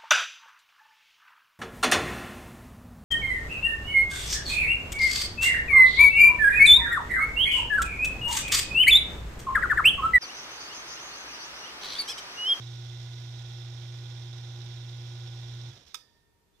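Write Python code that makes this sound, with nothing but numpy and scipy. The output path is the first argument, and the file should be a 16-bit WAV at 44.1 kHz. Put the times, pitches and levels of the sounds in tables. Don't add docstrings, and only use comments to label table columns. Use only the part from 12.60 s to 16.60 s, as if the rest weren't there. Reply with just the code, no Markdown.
import sys
import numpy as np
from scipy import signal
from scipy.fft import rfft, irfft
from scipy.io import wavfile
from scipy.ndimage import uniform_filter1d

SR = 44100
rng = np.random.default_rng(int(sys.argv[2]) if len(sys.argv) > 2 else 0)


def generate_wav(sig):
    pcm = np.round(np.clip(np.atleast_2d(sig).T, -1, 1) * 32767).astype(np.int16)
    wavfile.write(sys.argv[1], SR, pcm)


N = 176400
T = np.arange(N) / SR
HZ = np.fft.rfftfreq(N, 1 / SR)
HUM_HZ, SHAFT_HZ, BALL_PASS_HZ = 119.99, 29.244, 253.83
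CAGE_HZ = BALL_PASS_HZ / 14
OFF_S, SNAP_S = 3.089, 3.3433


def amp(db):
    return 10 ** (np.asarray(db) / 20)


def curve(points):
    hz, value = np.transpose(points)
    return np.interp(np.log(HZ + 1), np.log(hz + 1), value)


def decay(start, t60):
    return (T >= start) * amp(-60 * np.maximum(T - start, 0) / t60)


def bump(centre_s, width_s):
    return np.exp(-.5 * ((T - centre_s) / width_s) ** 2)


def wander(samples):
    x = uniform_filter1d(uniform_filter1d(rng.standard_normal(N), samples), samples)
    return x / x.std()


def resonate(x, hz, width_hz):
    carrier, pole = np.exp(2j * np.pi * hz * T), np.exp(-np.pi * width_hz / SR)
    return 2 * (carrier * signal.lfilter([1 - pole], [1, -pole], x / carrier)).real


def ports(right, unrelated, coherence, balance, lead_rad):
    shared = np.clip(curve(coherence), 0, 1)
    blend = shared * rfft(right) + np.sqrt(1 - shared ** 2) * rfft(unrelated)
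    left = blend * amp(curve(balance)) * np.exp(1j * lead_rad)
    return np.array([irfft(left, N), right])


def mains_hum():
    # natural frequency in Hz, bandwidth in Hz, relative level in dB, polarity.
    modes = [(128.7, 9, -2, -1), (107, 8, 0, 1)]
    free_s, out = np.maximum(T - OFF_S, 0), 0
    for hz, width_hz, db, polarity in modes:
        response = polarity * amp(db - 35) / (1 + 2j * (HUM_HZ - hz) / width_hz)
        cycles = HUM_HZ * (T - OFF_S - free_s) + hz * free_s + .42
        out += np.sqrt(2) * (response * np.exp(2j * np.pi * cycles - np.pi * width_hz * free_s)).real
    return out


def rotor_tones(clock, cage_swing):
    # multiple of the shaft rate, level in dB.
    shaft = [(2, -69.1), (8, -79.6), (10, -74.4), (12, -64.4), (20, -78.6), (22, -79.2), (24, -77.7),
             (26, -77.8), (27, -81.1), (28, -72.1), (30, -80.9), (32, -81.3), (33, -82.2), (34, -75.3),
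             (36, -80.1), (38, -79.1), (39, -87.2), (44, -84.2), (46, -79.4), (48, -76.8), (49, -81.3),
             (50, -67.3), (52, -85.7), (55, -84.4), (56, -81.1), (63, -77.6), (64, -76.5), (66, -79.8),
             (68, -79.4), (70, -71.3), (72, -76.4), (78, -76.9), (80, -73.0), (82, -81.3), (84, -82.3),
             (90, -74.0), (94, -76.8), (98, -80.9), (100, -72.0), (108, -71.0), (112, -71.0), (110, -67.0),
             (118, -72.9), (120, -66.0), (122, -69.0), (128, -66.4), (130, -65.0), (138, -71.0),
             (144, -68.5), (175, -71.1), (176, -74.0)]
    # multiple of the ball pass rate, level in dB.
    bearing = [(2, -74.0), (3, -80.0), (4, -80.7), (6, -85.4), (8, -79.8), (10, -76.9), (11, -71.2),
               (12, -75.8), (13, -62.3), (14, -56.4), (15, -65.5)]
    # multiple of the hum frequency, multiple of the shaft rate added, level in dB.
    magnetic = [(1, -1, -65), (1, 1, -75), (2, 0, -77), (3, 0, -67)]
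    # multiple of the cage rate, multiple of the shaft rate added, level in dB.
    sidebands = [(218, -1, -69), (217, 0, -68), (216, 1, -66), (240, 0, -75), (268, 1, -75), (268, 2, -77)]
    knots_s, waver_db = np.linspace(0, T[-1], num=25), 1.7

    def partial(hz, db, phase_spread=10):
        cycles = hz * clock + phase_spread * rng.standard_normal()
        waver = np.interp(T, knots_s, rng.standard_normal(len(knots_s)))
        return np.sqrt(2) * amp(db + waver_db * waver) * np.cos(2 * np.pi * cycles)

    out = sum(partial(k * SHAFT_HZ, db) for k, db in shaft)
    balls = sum(partial(k * BALL_PASS_HZ, db, phase_spread=0) for k, db in bearing)
    out += balls * (1 + .38 * cage_swing)
    out += sum(partial(m * HUM_HZ + k * SHAFT_HZ, db) for m, k, db in magnetic)
    out += sum(partial(m * CAGE_HZ + k * SHAFT_HZ, db) for m, k, db in sidebands)
    return out * np.where(T < OFF_S, 1, decay(OFF_S, t60=.4))


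def casing_hiss(clock, cage_swing):
    # frequency in Hz, spectral density in dB.
    spectrum = [(20, -115), (40, -103), (60, -92), (120, -82), (200, -91.5), (350, -91.5), (500, -93.5),
                (560, -93), (800, -94.5), (1200, -95), (2000, -92), (3050, -90.5), (3300, -82), (3950, -83),
                (4150, -87.5), (4550, -88.5), (4750, -89.5), (5000, -87), (5250, -85.5), (5450, -82),
                (5650, -87), (6300, -93), (6700, -94), (7300, -106), (8000, -104), (9000, -112),
                (14000, -114), (14900, -108)]
    # time in seconds, bass gain in dB, treble gain in dB.
    run_down = [(0, -0.5, 1.1), (1.2, 0.5, 0.1), (3.09, 1, 0), (3.18, 1.5, -4), (3.256, -7, -12.5),
                (3.275, -7.5, -4.5), (3.33, -12.5, -8), (3.44, -16, -21), (3.55, -16, -23),
                (3.62, -30, -25), (3.7, -35, -45), (4, -39, -54)]
    times, bass_db, treble_db = np.transpose(run_down)
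    grit_db = 1.5 * uniform_filter1d(rng.standard_normal(N), size=200) * np.sqrt(200)
    noise = rfft(rng.standard_normal(N) * amp(grit_db)) * amp(curve(spectrum)) * np.sqrt(SR / 2)
    low_band = 1 / (1 + (HZ / 1340) ** 2)
    bearing_band = np.exp(-((HZ - 3600) / 500) ** 4)
    bass = irfft(noise * low_band, N) * amp(np.interp(T, times, bass_db))
    chug = .22 * cage_swing * irfft(noise * bearing_band, N)
    treble = (irfft(noise * (1 - low_band), N) + chug) * amp(np.interp(T, times, treble_db))
    vane_pulse = 1 + .042 * np.cos(4 * np.pi * SHAFT_HZ * clock - 2.7)
    return vane_pulse * (bass + treble)


def room_air():
    # frequency in Hz, relative spectral density in dB.
    spectrum = [(15, -43), (25, 5.5), (251, -10.5), (272, -23), (303, -4.5), (337, -19), (386, -5.5),
                (518, -16), (935, -18), (1010, -18), (15200, -31)]
    # frequency in Hz, coherence between the ports.
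    coherence = [(60, 0.42), (240, 0.71), (940, -0.027), (3730, -0.039), (14800, -0.22)]
    # frequency in Hz, left level over right in dB.
    balance = [(60, 0), (180, 0.5), (540, 0), (1630, -4), (4910, -0.5), (14800, -1)]
    right, unrelated = irfft(rfft(rng.standard_normal((2, N))) * amp(curve(spectrum)), N)
    return amp(-68.5) / right.std() * ports(right, unrelated, coherence, balance, lead_rad=0)


def starting_switch():
    # start in seconds, level in dB with the energy spread over 5 ms, burst T60 in seconds.
    knocks = [(3.267, -60, .03), (3.283, -57, .04), (3.301, -70, 0.027), (3.344, -29.5, 0.015),
              (3.3465, -35.5, 0.027), (3.3522, -34.5, 0.028)]
    # frequency in Hz, bandwidth in Hz, gain in dB.
    modes = [(987, 90, -14), (1285, 100, -8), (1850, 120, -19), (2133, 110, -17), (2550, 130, -12),
             (3000, 200, -16), (3300, 150, -10), (3560, 120, 0), (3800, 120, -4), (4300, 250, -14),
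             (5080, 260, -7), (5500, 200, -14), (5950, 250, -11), (6700, 130, -12), (8250, 250, -18)]
    out, rise_s = np.zeros(N), .0004
    for start, db, t60 in knocks:
        burst = rng.standard_normal(N) * np.clip((T - start) / rise_s, 0, 1) * decay(start, t60)
        burst[round(start * SR) + 10] += amp(11)
        crack = amp(-30) * signal.lfilter(*signal.butter(2, 2470, "high", fs=SR), burst)
        ring = sum((-1) ** k * amp(gain_db) * resonate(burst, hz, width_hz)
                   for k, (hz, width_hz, gain_db) in enumerate(modes))
        knock = crack + ring
        out += amp(db) * knock * np.sqrt(.005 * SR) / np.linalg.norm(knock)
    rub = resonate(rng.standard_normal(N), hz=4930, width_hz=430)
    out += amp(-54) * rub / rub.std() * decay(SNAP_S, t60=.38)
    room_tail = (rng.standard_normal(N) * decay(.0054, t60=.25))[:SR // 2]
    return out + amp(-12.5) * signal.fftconvolve(out, room_tail / np.linalg.norm(room_tail))[:N]


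def body_thump(centre_s=3.27, hz=80):
    return amp(-59) * bump(centre_s, width_s=.009) * np.cos(2 * np.pi * hz * (T - centre_s))


def casing_ring_and_room_tone():
    # frequency in Hz, level in dB, T60 in seconds, rise time in seconds.
    # The two rows near 940 Hz beat to give the room tone; the others are the casing's modes.
    partials = [(510, -72, .5, .02), (934, -74.5, 5.0, .13), (946, -82, 5.0, .13), (1249, -68, .4, .02),
                (1744, -65, .55, .05), (1820, -67, 2.0, .045), (2632, -58, .2, .015),
                (3572, -62, 1.0, .015), (4667, -58, .75, .015), (5090, -62, .6, .015)]
    out, waver_db = np.zeros(N), 2.5
    for hz, db, t60, rise_s in partials:
        envelope = (1 - np.exp(-((T - SNAP_S) / rise_s) ** 2)) * decay(SNAP_S, t60)
        out += amp(db + waver_db * wander(samples=900)) * envelope * np.sin(2 * np.pi * hz * T)
    return out


def squeak_and_rustle():
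    squeak = amp(-66.5) * bump(3.958, width_s=.011) * np.sin(2 * np.pi * 3506 * T)
    band = resonate(rng.standard_normal(N), hz=3600, width_hz=1800)
    return squeak + amp(-67.46) * bump(3.97, width_s=.042) * band


def scene():
    # frequency in Hz, coherence between the ports.
    coherence = [(60, 0.58), (200, 1), (700, 0.85), (1300, 0.49), (2400, 0.34), (4400, 0.63), (8000, 0.12),
                 (15000, 0.15)]
    # frequency in Hz, left level over right in dB.
    balance = [(60, 3.5), (87, -3.5), (130, -1), (180, 0), (260, -2.5), (380, 0.5), (540, -2.5), (780, 0.5),
               (1130, -7), (1630, -4.5), (2360, -11), (3400, -20.5), (4910, -14), (7090, -0.5), (10200, 0),
               (14800, -4)]
    # frequency in Hz, phase lead of the left port in radians.
    lead = [(60, -.08), (350, -.04), (1460, -.35), (2330, -.6), (3550, 1.8), (4820, 2.5), (5250, 5.5),
            (5940, 6.8), (9000, 9.9)]
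    slowing_per_s = 1.2
    clock = T - .5 * slowing_per_s * np.maximum(T - OFF_S, 0) ** 2
    cage_swing = -np.cos(2 * np.pi * CAGE_HZ * clock)
    tonal = mains_hum() + rotor_tones(clock, cage_swing)
    tonal += body_thump() + casing_ring_and_room_tone() + squeak_and_rustle()
    right, unrelated = (casing_hiss(clock, cage_swing) + starting_switch() for _ in range(2))
    noisy = ports(right, unrelated, coherence, balance, curve(lead))
    coherent = ports(tonal, tonal, [(0, 1), (SR / 2, 1)], balance, curve(lead))
    return noisy + coherent + room_air()


def record(dry):
    bass_cut = signal.lfilter(*signal.butter(2, 45.2, "high", fs=SR), dry)
    low_pass = signal.firwin(511, 15250, window=("kaiser", 9), fs=SR)
    return signal.oaconvolve(bass_cut, low_pass[None], "same")


dry = scene()
out = record(dry)
generate_wav(out)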